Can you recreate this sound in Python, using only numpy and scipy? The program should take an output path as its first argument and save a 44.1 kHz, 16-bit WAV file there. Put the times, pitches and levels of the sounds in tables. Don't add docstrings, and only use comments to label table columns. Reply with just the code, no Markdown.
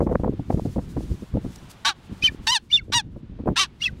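import sys
import numpy as np
from scipy import signal
from scipy.fft import rfft, irfft
from scipy.io import wavfile
from scipy.ndimage import map_coordinates

SR = 44100
rng = np.random.default_rng(int(sys.argv[2]) if len(sys.argv) > 2 else 0)


def wrap_up_sound(samples):
    columns = np.atleast_2d(samples).T
    tamed = np.clip(columns, -1, 1)
    steps = np.round(tamed * 32767).astype(np.int16)
    wavfile.write(sys.argv[1], SR, steps)


N = 176400
T = np.arange(N) / SR
TOP_HZ = 15750
GRID_HZ = np.geomspace(40, 16000, 400)


def amp(db):
    return 10 ** (np.asarray(db) / 20)


def unit(x):
    return x / np.sqrt(np.mean(x ** 2) + 1e-20)


def along(spectrum, hz):
    freqs, levels = np.transpose(spectrum)
    return np.interp(np.log(np.abs(hz) + 1), np.log(freqs + 1), levels)


def curves(rows, t):
    times, *columns = np.transpose(rows)
    return [np.interp(t, times, column) for column in columns]


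def wobble(rate, t):
    return map_coordinates(rng.standard_normal(4096), [(t - t[0]) * rate], mode="wrap")


def coloured(x, spectrum):
    return irfft(rfft(x) * amp(along(spectrum, np.fft.rfftfreq(len(x), 1 / SR))), len(x))


def noise(spectrum, size=N):
    return unit(coloured(rng.standard_normal(size), spectrum))


def phase(hz):
    return 2 * np.pi * np.cumsum(hz) / SR


def add(out, start_s, x):
    start = round(start_s * SR)
    skip = max(-start, 0)
    part = out[start + skip:start + len(x)]
    part += x[skip:skip + len(part)]


# time_s, low_hiss_db, high_hiss_db
HISS_LEVELS = [(0,-69.5,-72.5),(.38,-63.5,-77.5),(.66,-63,-61.5),(.83,-63,-68.5),(1.1,-61.5,-63),(1.35,-62,-69.5),(1.7,-58.5,-67),(1.95,-63,-78),(2.13,-59,-69.5),(2.44,-60.5,-67),(2.6,-71.5,-79.5),(3.05,-72.5,-85.5),(3.4,-67,-88),(4,-66,-76)]
# freq_hz, level_db
SURF_SPECTRUM = [(100,4),(400,4),(1000,5),(2000,-0.5),(3500,-2.5),(6000,-16),(10000,-30.5),(16000,-46.5)]
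LEAF_SPECTRUM = [(2000,-7),(4500,0),(7000,-1.5),(10000,-5.5),(15000,-13)]
# centre_s, level_db, width_s
RUSTLES = [(1.56,-45.5,0.0018),(1.705,-52.5,0.006),(1.715,-46.5,0.0015)]


def shore(lift_db=6):
    low_hiss_db, high_hiss_db = curves(HISS_LEVELS, T)
    low_hiss = amp(low_hiss_db + lift_db) * noise(SURF_SPECTRUM)
    flicker = amp(high_hiss_db + lift_db + 2.9 * wobble(32, T))
    rustle = sum(amp(db) * np.exp(-((T - s) / width) ** 2 / 2) for s, db, width in RUSTLES)
    return low_hiss + (flicker + rustle) * noise(LEAF_SPECTRUM)


def chirp(centre_s=1.588, pitch_hz=5720, level_db=-50, width_s=0.003):
    envelope = np.exp(-((T - centre_s) / width_s) ** 2 / 2)
    return amp(level_db) * envelope * np.sin(2 * np.pi * pitch_hz * T)


# time_s, level_db
GUSTS = [(0,-33),(.45,-36),(.55,-31),(.72,-37),(1,-35),(1.28,-44),(1.45,-37),(1.54,-44),(1.95,-52),(2.07,-48),(2.12,-37),(2.2,-43),(2.44,-40),(2.6,-54),(2.7,-45),(3,-39),(3.28,-42),(3.5,-34),(3.72,-48),(3.98,-34)]
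# freq_hz, level_db
RUMBLE_SPECTRUM = [(15,-11),(40,2.5),(100,2),(200,-2.5),(350,-12),(600,-28.5),(2500,-85)]


def wind_rumble(swing_db=4):
    gust_db, = curves(GUSTS, T)
    return amp(gust_db + swing_db * wobble(35, T)) * noise(RUMBLE_SPECTRUM)


# start_s, thump_db (before its trim), splutter_db, decay_s
BUFFETS = [(0.004, -7.5, -17, 0.0097), (0.019, -12.5, -33.5, 0.018), (0.062, -11, -22.5, 0.01),
           (0.087, -14, -23.5, 0.019), (0.115, -15, -24.5, 0.019), (0.15, -6, -16, 0.0058),
           (0.194, -18, -31, 0.012), (0.234, -13, -22.5, 0.018), (0.271, -10, -28.5, 0.015),
           (0.321, -18.5, -42.5, 0.013), (0.394, -12, -27.5, 0.0059), (0.498, -13.5, -23, 0.013),
           (0.532, -9, -33, 0.015), (0.573, -11.5, -31, 0.0073), (0.65, -12, -30, 0.013),
           (0.759, -11.5, -26, 0.0084), (0.78, -12, -28.5, 0.011), (0.966, -16, -25.5, 0.01),
           (1.114, -12, -43, 0.006), (1.222, -22, -43.5, 0.011), (1.339, -10, -40.5, 0.018),
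           (1.368, -13, -26.5, 0.011), (1.445, -17, -39.5, 0.013), (3.16, -23.5, -42.5, 0.0077),
           (3.389, -21, -40, 0.014), (3.457, -16.5, -32.5, 0.014), (3.472, -9.5, -20, 0.014),
           (3.5, -14, -32, 0.017)]
# freq_hz, level_db
THUMP_SPECTRUM = [(20,-15),(60,0.5),(130,-1),(250,-2),(400,-10.5),(600,-20),(1000,-67.5)]
SPLUTTER_SPECTRUM = [(150,-11),(350,-3),(500,-0.5),(900,-11),(1400,-27.5),(2200,-38),(4000,-64.5)]


def wind_buffets(thump_trim_db=-7.5, rise_s=0.0025, spiky_db=6.5):
    out = np.zeros(N)
    t = np.arange(-2000, 6000) / SR
    for start, thump_db, splutter_db, decay in BUFFETS:
        thump = (THUMP_SPECTRUM, thump_db + thump_trim_db, 1.22 * decay)
        splutter = (SPLUTTER_SPECTRUM, splutter_db, decay)
        for spectrum, level_db, life in (thump, splutter):
            envelope = np.clip(t / rise_s, 0, 1) * np.exp(-(t / life) ** 2 / 2)
            spikes = amp(spiky_db * wobble(395.6, t)) * rng.standard_normal(len(t))
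            puff = coloured(envelope * spikes, spectrum)
            puff *= np.linalg.norm(envelope) / np.linalg.norm(puff)
            add(out, start + t[0], amp(level_db) * puff)
    return out


# centre_s, peak_db, centre_hz
POPS = [(0.156,-10.5,810),(.244,-23,660),(0.279,-17,460),(.504,-15.5,480),(.597,-16.5,430),(.785,-24,400),(1.008,-25.5,360),(2.098,-32.5,178.5),(2.129,-26,159),(2.238,-24,172),(2.321,-28,185),(2.348,-27,215),(2.883,-33.5,260),(2.902,-28,270),(3.234,-29.5,159),(3.299,-31,149.8),(3.438,-26,222),(3.481,-16.5,599),(3.489,-17,650)]


def wind_pops():
    out = np.zeros(N)
    t = np.arange(-2000, 6000) / SR
    for centre, peak_db, hz in POPS:
        angle = 2 * np.pi * hz * t
        add(out, centre + t[0], -amp(peak_db) * angle * np.exp((1 - angle ** 2) / 2))
    return out


# freq_hz, level_db
SCATTER_SPECTRUM = [(3000,0.5),(9000,-12.5)]


def ground_scatter(birds, level_db=-35, reverb_s=0.14):
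    t = np.arange(SR // 4) / SR
    tail = noise(SCATTER_SPECTRUM, size=len(t)) * amp(-60 * t / reverb_s)
    return amp(level_db) * signal.fftconvolve(birds, tail / np.linalg.norm(tail))[:N]


# centre_hz, lift_db
RESONANCES = [(3780,1),(4650,0.5),(5720,6.5),(7650,7),(8450,8.5),(9600,5),(10450,5.5)]


def tract(spectrum, hz, resonances=RESONANCES, width_hz=160):
    peaks_db = sum(db * np.exp(-((hz - centre) / width_hz) ** 2) for centre, db in resonances)
    return along(spectrum, hz) + peaks_db


# apex_s, width_s, level_db
BREATHS = [(2.254,0.021,-30),(2.746,0.027,-39),(3.846,0.025,-36)]
# freq_hz, level_db
AIR_SPECTRUM = [(700,-24),(1500,-13),(2200,-11.5),(3200,-4.5),(4500,-3),(6000,-9),(7700,-24),(12000,-25.5),(16000,-38)]


def breath(pipe_spacing_hz=606, pipe_echo=0.25):
    air = noise(np.c_[GRID_HZ, tract(AIR_SPECTRUM, GRID_HZ)])
    air = unit(air + pipe_echo * np.interp(T - 1 / pipe_spacing_hz, T, air))
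    return air * sum(amp(db) * np.exp(-np.abs((T - s) / width) ** 2.9 / 2) for s, width, db in BREATHS)


# start_s, end_s, pitch_hz, level_db
WHISTLE_STEPS = [(2.226,2.236,2497,-21),(2.24,2.271,3088,-14),(2.274,2.286,2393,-18.5),(2.284,2.297,1800,-32),
                 (2.704,2.711,2290,-36.5),(2.715,2.724,2906,-24.5),(2.728,2.767,3600,-13),(2.771,2.785,2790,-25),(2.788,2.799,2194,-31),(2.793,2.82,1510,-52.5),
                 (3.807,3.817,2150,-41),(3.819,3.833,2860,-23),(3.837,3.853,3334,-21.5),(3.855,3.873,2640,-21),(3.877,3.886,1973,-27.5),(3.89,3.898,1550,-41)]


def whistles(hop_s=0.0056, glide_hz_per_s=14000, apex_round_s=0.015, jitter=0.0061, shake_db=0.8):
    out = np.zeros(N)
    for start, end, hz, level_db in WHISTLE_STEPS:
        t = start - hop_s + np.arange(4096) / SR
        apex = min((row[0] for row in BREATHS), key=lambda s: abs(s - start))
        sag_hz = glide_hz_per_s * np.hypot(t - apex, apex_round_s)
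        mid_sag_hz = glide_hz_per_s * np.hypot((start + end) / 2 - apex, apex_round_s)
        angle = phase((hz + mid_sag_hz - sag_hz) * (1 + jitter * wobble(900, t)))
        overtones = np.sin(2 * angle + 0.65 * wobble(570, t))
        overtones += 0.13 * np.sin(3 * angle + wobble(900, t))
        tone = np.sqrt(2) * (np.sin(angle) + amp(tract(AIR_SPECTRUM, 2 * hz) - 13) * overtones)
        gate = (1 + np.tanh(2 * (t - start) / hop_s)) * (1 + np.tanh(2 * (end - t) / hop_s)) / 4
        add(out, t[0], amp(level_db + shake_db * wobble(310, t)) * gate * tone)
    return out


# multiple of the second side's pitch, relative_db
COMBINATIONS = [(-1,-2),(1,0),(2,2),(3,-18)]


def syrinx(t, first_hz, second_hz, rough, second_db, tract_db, slope_db, waver_db=3.5, spread_rad=1.1):
    jitter = 0.005 + 0.004 * rough
    first = phase(first_hz * (1 + jitter * wobble(900, t)))
    second = phase(second_hz * (1 + jitter * wobble(900, t)))
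    octaves = np.log2(GRID_HZ / 3000)
    families = [(0, 0.73)] + [(round(n), rough ** 2 * amp(db + second_db)) for n, db in COMBINATIONS]
    tones, power = 0, 0
    for n, weight in families:
        for m in range(0 if n > 0 else 1, 17):
            hz = np.abs(m * first_hz + n * second_hz) + 1
            colour_db = np.interp(hz, GRID_HZ, tract_db) + slope_db * np.interp(hz, GRID_HZ, octaves)
            flicker_db = waver_db * np.minimum(hz / 5000 + rough / 2, 1) * wobble(104.6, t)
            gain = weight * amp(colour_db + flicker_db) * (hz < TOP_HZ)
            lag = np.pi * np.sqrt(hz / 100)
            wander = spread_rad * rough * wobble(30, t)
            tones += gain * np.cos(m * first + n * second - lag + wander)
            power += gain ** 2 / 2
    hiss = noise(np.c_[GRID_HZ, tract_db + 5 * octaves], size=len(t))
    rasp = unit(hiss * (1 + 0.5 * np.cos(first)) * (1 + 0.5 * np.cos(second - first)))
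    return tones / np.sqrt(power), rasp


# freq_hz, level_db
THROAT_SPECTRUM = [(40,-84.5),(350,-14.5),(550,-39),(760,-4.5),(1200,2),(1400,2),(1650,2),(2050,-9.5),(2400,-4.5),(3500,-0.5),(4300,-2.5),(5300,-8.5),(6400,-10),(7200,-18),(9500,-23.5),(11500,-32.5),(16000,-40.5)]
CRACKS = [2.514,2.544,2.991]


def honk(pitch, start, swell, hold, release, level_db, mid_hz, droop, second_db, tilt, beak_hz, beak_db):
    t = start + np.arange(6400) / SR
    onset_db = -16.5 * np.clip(1 - (t - start) / swell, 0, 1) ** 4.5
    release_db = -26.5 * np.clip((t - hold) / release, 0, 2) ** 2
    effort_db = onset_db + release_db
    first_hz, rough = curves(pitch, t)
    rough = np.clip(rough, 0, 1)
    second_hz = mid_hz - droop * (t - (start + hold + release) / 2) ** 2
    tract_db = tract(THROAT_SPECTRUM, GRID_HZ, RESONANCES + [(beak_hz, beak_db)])
    slope_db = tilt + 0.1 * effort_db
    tones, rasp = syrinx(t, first_hz, second_hz, rough, second_db, tract_db, slope_db)
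    rasp_gain = amp(-19) + amp(-12.5 + effort_db / 2) * rough
    crack_db = -6.5 * sum(np.exp(-((t - s) / 0.0036) ** 2) for s in CRACKS)
    flutter_db = 1.4 * rough * wobble(350, t)
    opening = np.clip((t - start) / 0.005, 0, 1)
    closing = np.exp(-np.maximum(t - hold - release, 0) / 0.004)
    envelope = amp(level_db + effort_db + crack_db + flutter_db) * opening * closing
    return envelope * (tones + rasp_gain * rasp)


# time_s, pitch_hz, roughness (0 clean, 1 harsh)
HONK_PITCHES = [
    [(1.848,850,.9),(1.868,930,.9),(1.88,945,.9),(1.892,855,.8),(1.903,818,.7),(1.925,740,.7)],
    [(2.468,850,1),(2.477,878,.8),(2.485,898,.08),(2.5,939,.04),(2.512,975,.08),(2.523,1027,.16),(2.537,1008,.16),(2.551,942,.04),(2.573,833,.05),(2.59,740,.1)],
    [(2.918,830,.9),(2.941,945,.75),(2.951,955,.12),(2.965,963,.06),(2.978,942,.03),(2.991,891,.06),(3.006,825,.2),(3.02,747,.3)],
    [(3.558,740,.8),(3.58,800,.9),(3.594,800,.9),(3.604,787,.62),(3.625,765,.68),(3.64,730,.85),(3.665,680,.7)],
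]
# start_s, swell_s, hold_until_s, release_s, level_db, second_mid_hz,
# second_droop_hz_per_s2, second_db, tilt_db_per_octave, beak_hz, beak_lift_db
HONKS = [(1.846,0.01,1.879,0.05,-19,1154,31500,0.5,-2.5,3830,4.5),(2.467,0.0053,2.563,0.022,-18.5,1128,29900,-1.5,0.5,3050,6),(2.919,0.056,2.985,0.029,-18,1196,29960,0.5,0,3560,5.5),(3.557,0.041,3.614,.048,-18.5,1181,140000,13,0,2720,6.5)]


def honks():
    out = np.zeros(N)
    for pitch, (start, *settings) in zip(HONK_PITCHES, HONKS):
        add(out, start, honk(pitch, start, *settings))
    return out


def scene():
    birds = honks() + breath() + whistles()
    scatter = ground_scatter(birds)
    wind = wind_rumble() + wind_buffets() + wind_pops()
    return (shore() + chirp() + wind + scatter + birds)[None]


def record(dry):
    return irfft(rfft(dry) * (np.fft.rfftfreq(N, 1 / SR) < TOP_HZ), N)


dry = scene()
out = record(dry)
wrap_up_sound(out)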